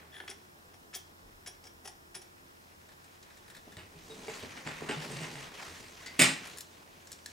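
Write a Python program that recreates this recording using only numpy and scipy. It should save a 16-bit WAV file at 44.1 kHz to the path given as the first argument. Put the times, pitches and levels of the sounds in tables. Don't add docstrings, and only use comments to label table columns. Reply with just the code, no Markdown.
import sys
import numpy as np
from scipy import signal
from scipy.fft import rfft, irfft, next_fast_len
from scipy.io import wavfile
from scipy.ndimage import uniform_filter1d, map_coordinates

SR = 44100
rng = np.random.default_rng(int(sys.argv[2]) if len(sys.argv) > 2 else 0)


def to_wav(sig):
    pcm = np.clip(np.atleast_2d(sig), -1, 1) * 32767
    pcm = np.round(pcm).astype(np.int16)
    wavfile.write(sys.argv[1], SR, pcm.T)


def invert_db(x):
    u = np.asarray(x, float) / 20
    return 10 ** u


N = 322793

# frequency in Hz, relative level in dB per Hz.
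HISS_COLOUR = [(15, -33), (25, -17), (76, -2), (292, -3), (343, -3.5), (529, -4.5), (984, -3), (1400, -4),
               (1830, -6), (2150, -11.5), (4840, -16.5), (5250, -16), (5700, -17), (13200, -21),
               (15900, -21)]
# frequency in Hz, left-right likeness (1 same, 0 unrelated, -1 opposed).
HISS_LIKENESS = [(60, 1), (150, 0.7), (380, -0.53), (950, -0.75), (2380, -1.05), (5980, 0.1444),
                 (15000, 0.7)]
# frequency in Hz, level in dB rms, depth of waver in dB.
MACHINE_TONES = [(84, -70, 2), (349, -76, 4.5)]
# frequency in Hz, level in dB rms.
WHINE_TONES = [(5228, -82), (5268, -82), (5308, -84)]
# time in seconds, level in dB.
SWAY_LEVEL = [(0, -85), (1.15, -75), (1.3, -62.5), (1.5, -70.5), (2.7, -80.5), (4.2, -69), (5.2, -66),
              (7.3, -84)]
# frequency in Hz, time to fall by 60 dB in seconds.
ROOM_DECAY = [(100, 0.52), (500, 0.32), (2000, 0.36), (6000, 0.31), (14000, 0.12)]
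# frequency in Hz, left-right likeness.
ROOM_LIKENESS = [(60, 1), (180, 0.95), (550, 0.6), (1650, 0.3), (4970, 0.9619), (15000, 0.31)]
# frequency in Hz, width in Hz, relative level in dB.
BENCH_MODES = [(96, 87, -10), (156, 65, 2.5), (270, 99, 1), (420, 102, 0.5), (721.28, 275, -6.5),
               (1086, 210, -11)]
# frequency in Hz, width in Hz, relative level in dB.
ASSEMBLY_MODES = [(830, 57, -22), (1080, 50, 4.5), (1500, 280, -0.5), (1900, 112, 11), (2260, 150, 7.5),
                  (2524, 122, 11.5), (2900, 164, 8), (3260, 230, 6), (4080, 440, 2.5), (4260, 140, 5.5),
                  (4720, 230, -4.5), (7500, 56, 5), (6716, 83.7, -14), (8300, 64, 13), (8130, 50, 2),
                  (8600, 255, -6), (15170, 900, -18)]
# time in seconds, rub level in dB, bench rumble level in dB,
# treble level of the rub in dB.
DRAG_LEVELS = [(0, -56.5, -63, -35), (.3, -66.5, -66.5, -2), (2, -65, -66, -12.5), (2.6, -66, -68.5, -1.5),
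               (3.46, -61.5, -66.5, -0.5), (3.95, -62, -62.5, 2), (4.11, -60, -57, 8),
               (4.24, -51, -52, 1.5), (4.32, -49, -57, 5.5), (4.4, -48.5, -59, 3), (4.55, -47.5, -59, -4.5),
               (4.73, -47, -60, -4), (4.86, -45.5, -76, -5), (5, -46, -56.5, 0.5), (5.06, -43.5, -46, -0.5),
               (5.16, -46.5, -55.5, 2), (5.26, -42, -49, -4.5), (5.35, -50, -51.5, 2.5),
               (5.45, -44.5, -65, -3), (5.51, -50, -57.5, -3.5), (5.59, -47.5, -62, -1),
               (5.72, -49.5, -59, 3), (5.87, -54.5, -61, 4), (6.18, -52.5, -62, 0), (6.25, -30, -57, 4),
               (6.35, -47, -67, -0.5), (6.42, -51, -56, 0), (6.48, -46.5, -79, 1), (6.53, -48.5, -58.5, 1),
               (6.61, -61, -62, 3), (6.86, -60.5, -64, -0.5), (7.32, -66, -64.5, 10.5)]
# frequency in Hz, relative level in dB per Hz.
RUB_COLOUR = [(180, 2.5), (300, -5.5), (612, -0.5), (798, -2.5), (1080, -0.5), (1170, -3), (1920, -1.5),
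              (3730, -6), (6350, -8), (8300, -14.5), (10800, -19), (15800, -31)]
# frequency in Hz, left-right likeness.
RUB_LIKENESS = [(60, 1), (180, 0.68), (550, 0.37), (1650, 0.4), (4970, 0.85), (15000, 0.61)]
# frequency in Hz, relative level in dB per Hz.
BLOW_COLOUR = [(290, -36.5), (500, -5), (829, 2.5), (972, -5.5), (2210, 1.5), (3500, -5.5), (4600, -5),
               (6000, -10), (7670, 5.5), (15800, -23)]
# start in seconds, thud level in dB, rattle in dB over the thud, thud pitch in Hz,
# contact length in seconds, which each layer of the blow scales.
BENCH_BUMPS = [(3.675, -41.5, -23, 253, 0.0057), (3.769, -42.5, 0, 96, 0.043),
               (3.956, -49, -23, 166, 0.036), (4.098, -44, -10, 440.5, 0.054),
               (4.28, -31, -2.5, 441, 0.016), (4.428, -39.5, -3, 102, 0.03), (4.43, -44, -22, 296, 0.0063),
               (4.572, -50, 13.5, 270, 0.0085), (4.662, -34.5, 3.5, 156, 0.022), (4.7, -54, 9, 200, 0.022),
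               (4.663, -37, -23, 330, 0.0074), (4.785, -63.5, 12, 226, 0.0093),
               (4.815, -41, -10, 156, 0.024), (4.816, -39.5, -13, 412.3, 0.019),
               (4.888, -34.5, 12.5, 220.9, 0.0064), (4.895, -24.5, -5, 400, 0.0094),
               (4.91, -32.5, 7, 282, 0.0091), (4.967, -37, -3.5, 156, 0.032),
               (5.099, -40, -14, 140.5, 0.067), (5.158, -46.5, 6.5, 155, 0.035),
               (5.203, -39.5, -2, 160, 0.058), (5.352, -44.5, 0.5, 136, 0.053),
               (5.675, -47, 0, 86.26, 0.033), (5.799, -47, -19, 107.3, 0.025)]
CLACK_BLOWS = [(6.191, -18.5, 5.5, 270, 0.013), (6.202, -31, -15, 224, 0.015),
               (6.212, -19.5, -11, 180, 0.012), (6.218, -31, 15, 260, 0.0044),
               (6.233, -43, 10, 240, 0.00858), (6.247, -36.5, 11, 198, 0.023), (6.27, -44, 6, 202, 0.014),
               (6.287, -37, 4, 296, 0.013), (6.312, -48, 12, 248, 0.01962), (6.36, -49, 8, 219.3, 0.01766)]
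# start in seconds, level of the low modes in dB,
# then body, middle and high modes in dB over the low ones.
PIN_TICKS = [(0.2008, -39, -1, -26, -31), (0.2347, -47, 2.5, -24, -20), (0.2763, -31, -17, -11, -22),
             (0.2916, -49.5, 10, 11, -11), (0.2998, -53, -17, 13, -4), (0.31, -40.5, -4.5, -5, -20),
             (0.7384, -52.5, 4.5, -1, -8), (0.9286, -44, -19, -11.5, -19.5), (0.9363, -38, -20, 0, -16),
             (.943, -50.5, -8, 15.5, -6), (0.9492, -49, -23, 16.5, 16), (0.9555, -51.5, 9.5, 3, 18),
             (1.4607, -40, -24, 4, -10.5), (1.4714, -39.5, -1, 5, 0), (1.637, -52, -1, 8, -10),
             (1.65, -52, 5, 2.5, -10), (1.667, -48, -6, 5, -11), (1.8454, -49.5, -1, 4, 0),
             (1.8535, -42.5, 1.5, 4, -2), (1.8734, -44.5, 5.5, 10, 1), (2.1436, -43, -9, 2.5, -10),
             (2.149, -42.5, -14, 6.5, 3), (2.159, -46.5, 2.5, -2, -1), (2.215, -48.5, -3.5, 5, -1),
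             (2.8868, -51.5, -8, -4, -16), (2.917, -53, -12, -5, -17), (3.0406, -52.5, -13, 1, -8),
             (3.2256, -57.5, -3, 10, -5), (3.3018, -50.5, -18, -6, -17), (3.3687, -51.5, -13, -2, -7),
             (3.477, -49.5, -11, -6, -7), (3.4988, -46, -12, -2, -7), (3.5464, -45, -15, -5, -9),
             (3.5644, -45.5, -8, -3.5, -10), (3.7184, -45.5, -10, -7, -13), (3.7675, -41.5, -8, -5.5, -14),
             (4.3993, -42, -20, -8, -8), (4.5725, -40, -4, -20, -30), (6.0306, -44, -5, -8.5, -20.5),
             (6.0603, -38, -16.5, 1.5, -22), (6.068, -46, -10, 4, -20), (6.452, -51, -12, -1, 3),
             (6.472, -52, -10, 3, 5), (6.572, -49, -18, 9, 6.5), (6.5835, -43.5, -17, 7.5, 3),
             (6.606, -51, -19, 18, 12.5), (7.0707, -49.5, -17.5, 6, -10), (7.1171, -50, -3, 15.5, 8),
             (7.1274, -54, -9, 15.5, -11), (7.2594, -39, -23, 6.5, -4), (7.2704, -63, -15, -5, -1)]
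# frequency in Hz, width in Hz, relative level in dB.
FREE_MODES = [(381, 42.78, 6), (752, 80, 8.5), (1110, 980, -4.5), (1736, 330, 4), (2260, 170, 9.5),
              (2860, 1628, 2), (3320, 95, 13.5), (3394, 150, 5), (4760, 310, 6), (5550, 87, 11),
              (5950, 82.7, 10), (6221, 4700, 3), (6770, 450, 8.5), (7240, 160, -4), (8200, 210, 7),
              (9933.2, 69, 13), (11940, 250, -3), (11900, 14000, -26.5)]
# frequency in Hz, width in Hz, relative level in dB.
GRIPPED_MODES = [(452, 260, -3), (900, 260, 0), (1745, 250, 8), (2462.6, 290, 0), (3740, 560, 4),
                 (4300, 1200, -2.5), (5430, 340, 3.5), (7357.7, 1178, 2), (8700, 299, 5), (9200, 1668, 0),
                 (11300, 1400, 1.5), (15000, 1214, -1.5)]
MODE_GROUPS = [1400, 0, 4200, 8600], [4200, 1400, 8600, 22000]
# start in seconds, pitch in Hz, level in dB before swell and fade, swell in seconds, fade in seconds.
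SINGLE_MODES = [(.118, 3380, -42.5, .04, .027), (.201, 3150, -39, .0007, .002),
                (.125, 1760, -40.5, .036, .03), (.202, 1700, -38, .001, .0035),
                (.138, 9900, -56.5, .03, .07), (.16, 3380, -43, .003, .006), (.3, 9800, -35, .0007, .0045),
                (.94, 3280, -48, .006, .035), (.95, 14880, -43, .003, .02), (4.1, 3790, -40, .014, .015),
                (6.062, 2045, -42, .003, .022), (6.061, 4680, -45, .002, .02),
                (7.259, 1770, -42, .0031, .0021)]
# frequency in Hz, phase in radians.
LEFT_LEAD = [(100, 0.1945), (500, 0.5434), (1200, 1.2), (2400, 0.78), (5000, 0.78), (9000, 0.11),
             (12000, 1.6), (16000, 1.61)]

BRIGHT_HZ = 3500


def unit(x):
    return x / np.sqrt(np.mean(x ** 2) + 1e-20)


def along(points, hz):
    f, v = np.transpose(points)
    return np.interp(np.log(hz + 1), np.log(f + 1), v)


def curves(rows):
    s, *cols = np.transpose(rows)
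    return [np.interp(np.arange(N) / SR, s, c) for c in cols]


def wobble(rate):
    knots = rng.standard_normal(int(N * rate / SR) + 4)
    return map_coordinates(knots, [np.arange(N) * rate / SR])


def filtered(x, response):
    m = next_fast_len(N + SR // 2)
    return irfft(rfft(x, m) * response(np.fft.rfftfreq(m, 1 / SR)), m)[..., :N]


def ringing(modes, broad=lambda hz: 0 * hz):
    def response(hz):
        total = broad(hz)
        for k, (centre, width, db) in enumerate(modes):
            damping = 1j * hz * width
            total = total + (-1) ** k * invert_db(db) * damping / (centre ** 2 - hz ** 2 + damping)
        return total / np.sqrt(np.mean(np.abs(total) ** 2))
    return response


def spread(pair, alike):
    def shares(hz):
        turn = np.arccos(np.clip(along(alike, hz), -1, 1)) / 2
        return np.array([np.cos(turn), np.sin(turn)])
    mid, side = filtered(pair, shares)
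    return np.array([mid + side, mid - side])


def contacts(times, levels_db, lengths, rise, grit_db):
    out, t = np.zeros(N + SR), np.arange(SR // 4) / SR
    grit = invert_db(grit_db * wobble(600)) * rng.standard_normal(N)
    grit = np.pad(grit, (0, SR), "wrap")
    for s, db, length in zip(times, levels_db, lengths):
        start = round(s * SR)
        shape = np.exp(-t / max(length, .001)) * (1 - np.exp(-t / rise))
        burst = shape * grit[start:][:len(t)]
        out[start:][:len(t)] += invert_db(db) * burst * np.linalg.norm(shape) / np.linalg.norm(burst)
    return out[:N]


def hiss():
    noise = filtered(rng.standard_normal((2, N)), lambda hz: invert_db(along(HISS_COLOUR, hz)))
    return invert_db(-57.5) * unit(spread(noise, HISS_LIKENESS))


def wavering_tone(hz, level_db, phase_waver):
    t = np.arange(N) / SR
    return invert_db(level_db) * np.sqrt(2) * np.sin(2 * np.pi * hz * t + phase_waver)


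def machine_hum():
    return sum(wavering_tone(hz, db + waver_db * wobble(2.59), 2.0 * wobble(6 + hz / 60))
               for hz, db, waver_db in MACHINE_TONES)


def whine():
    end_s, fade_s = 4.2, .3
    tones = sum(wavering_tone(hz, db + wobble(2.8435), .5 * wobble(7.4)) for hz, db in WHINE_TONES)
    return tones / (1 + np.exp((np.arange(N) / SR - end_s) / fade_s))


def sway():
    low = filtered(rng.standard_normal(N), lambda hz: ringing([(34, 22, 0)])(hz) ** 2)
    return invert_db(curves(SWAY_LEVEL)[0]) * unit(low)


def background():
    return hiss() + machine_hum() + whine() + sway()


def room(x):
    hz, t, z = signal.stft(rng.standard_normal((2, SR // 2)), SR, nperseg=256)
    fade = invert_db(-60 * t / along(ROOM_DECAY, hz)[:, None])
    tail = signal.istft(z * fade, SR, nperseg=256)[1]
    tail = tail / np.linalg.norm(tail[0])
    late = np.pad(x, (300, 0))[None]
    wet = signal.fftconvolve(late, tail, axes=1)[:, :N]
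    return spread(wet, ROOM_LIKENESS)


def bench(hz):
    return ringing(BENCH_MODES)(hz) * (1j * hz / (75 + 1j * hz)) ** 2


def drag():
    rub_db, rumble_db, treble_db = curves(DRAG_LEVELS)
    grit = invert_db(wobble(25) + 1.7 * wobble(200))
    z = signal.stft(grit * rng.standard_normal((2, N)), nperseg=512)[2]
    patches = uniform_filter1d(rng.standard_normal(z.shape[1:]), size=14, axis=0)
    patches = uniform_filter1d(patches, size=9, axis=1)
    scratch = signal.istft(z * invert_db(1.48 * unit(patches)), nperseg=512)[1][:, :N]

    def colour(hz):
        low_cut = hz ** 2 / (hz ** 2 + 150 ** 2)
        return invert_db(along(RUB_COLOUR, hz)) * low_cut * (1 + 0.082 * np.abs(ringing(ASSEMBLY_MODES)(hz)))

    rub = unit(spread(filtered(scratch, colour), RUB_LIKENESS))
    treble = filtered(rub, lambda hz: hz ** 2 / (hz ** 2 + BRIGHT_HZ ** 2))
    rumble = filtered(invert_db(1.7 * wobble(25)) * rng.standard_normal(N), bench)
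    return invert_db(rub_db) * (rub + (invert_db(treble_db) - 1) * treble) + invert_db(rumble_db) * unit(rumble)


def thuds(s, db, pitch_hz, length):
    out, t = np.zeros(N + SR), np.arange(SR // 4) / SR
    for start, level, hz, span in zip(s, db, pitch_hz, length):
        shape = np.exp(-t / (0.74 * span + 0.00097)) * (1 - np.exp(-t / 0.0023))
        out[round(start * SR):][:len(t)] += invert_db(level) * np.sin(2 * np.pi * hz * t) * shape
    return filtered(out[:N], lambda hz: 1j * hz / (60 + 1j * hz))


def blows():
    mat_damps, knock_db = 2.37, -2
    s, db, rattle_db, pitch_hz, length = np.vstack([BENCH_BUMPS, CLACK_BLOWS]).T
    bump = s < CLACK_BLOWS[0][0]
    bump_clang_db = -46 + 542 * length
    clack_clang_db = 3 - 60 * np.maximum(s - CLACK_BLOWS[2][0], 0)
    clang_db = np.where(bump, bump_clang_db, clack_clang_db)
    wood = filtered(contacts(s, db - 5, 0.65 * length, rise=0.00035, grit_db=-4.0), bench)

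    dull = lambda hz: 1 / (1 + 1j * hz / BRIGHT_HZ) ** 2
    free = ringing(ASSEMBLY_MODES, lambda hz: invert_db(along(BLOW_COLOUR, hz) - 1.0))
    damped_modes = [(hz, mat_damps * width, level) for hz, width, level in ASSEMBLY_MODES]
    damped = ringing(damped_modes, lambda hz: invert_db(along(BLOW_COLOUR, hz) + knock_db))

    rattle = 0
    for rows, body, low_hz in ((bump, damped, 500), (~bump, free, 900)):
        push = contacts(s[rows], (db + rattle_db)[rows], 0.79 * length[rows], rise=0.00074, grit_db=7.5)
        rattle = rattle + filtered(push, lambda hz: body(hz) * dull(hz) * 1j * hz / (low_hz + 1j * hz))
    push = contacts(s, db + clang_db, length, rise=0.0022, grit_db=4.0)
    clang = filtered(push, lambda hz: damped(hz) * (1 - dull(hz)))
    return thuds(s, db, pitch_hz, length) + wood, rattle + clang


def pings_and_squeaks():
    out, t = np.zeros(N + SR), np.arange(SR // 4) / SR
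    for s, hz, db, swell, fade in SINGLE_MODES:
        rough = uniform_filter1d(rng.standard_normal((2, len(t))), size=110, axis=1) * np.sqrt(110)
        tone = invert_db(db + 3 * rough[0]) * np.sqrt(2) * np.sin(2 * np.pi * hz * t + .75 * rough[1])
        out[round(s * SR):][:len(t)] += tone * (1 - np.exp(-t / swell)) * np.exp(-t / fade)
    return out[:N]


def scrape(count=5):
    way = (np.arange(count) + rng.uniform(-.3, .3, count)) / (count - 1)
    start_s = 0.129 + way * (.178 - 0.129)
    level_db = -53 + way * (-48 - -53)
    shares_db = np.tile((-5, -6, -22), (count, 1))
    return np.column_stack([start_s, level_db, shares_db])


def pin():
    gripped_s, firm_s = 2.4, 3.75
    s, db, body, middle, high = np.vstack([PIN_TICKS, scrape()]).T
    free, firm = s < gripped_s, s >= firm_s
    # modes, which contacts, contact length and rise in seconds
    touches = ((FREE_MODES, free, 0.0074, 0.0019),
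               (GRIPPED_MODES, firm, 0.0052, 0.00039),
               (GRIPPED_MODES, ~free & ~firm, 0.0095, 0.0015))
    out = pings_and_squeaks()
    for modes, rows, length, rise in touches:
        for low, top, share in zip(*MODE_GROUPS, [0 * db, body, middle, high]):
            group = ringing([m for m in modes if low <= m[0] < top])
            push = contacts(s[rows], (db + share)[rows], length + 0 * s[rows], rise, grit_db=1.5)
            out += filtered(push, lambda hz: group(hz) / (1 + 1j * hz / (0.92 * top)) ** 2)
    return out


def scene():
    ticks, (thud, steel) = pin(), blows()
    near = ticks * invert_db([[1.2], [-1.2]]) + (thud + steel) * invert_db([[-.4], [.4]])
    near = filtered(near, lambda hz: np.exp(.5j * along(LEFT_LEAD, hz) * [[1], [-1]]))
    answer = room(invert_db(-8.5) * ticks + invert_db(-3.5) * steel + invert_db(-6) * thud)
    return near + answer + drag() + background()


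def band_limit(x):
    return signal.sosfilt(signal.butter(12, 17000, fs=SR, output="sos"), x)


def record(dry):
    mix = filtered(dry, lambda hz: hz < 15800)
    return band_limit(mix)


dry = scene()
out = record(dry)
to_wav(out)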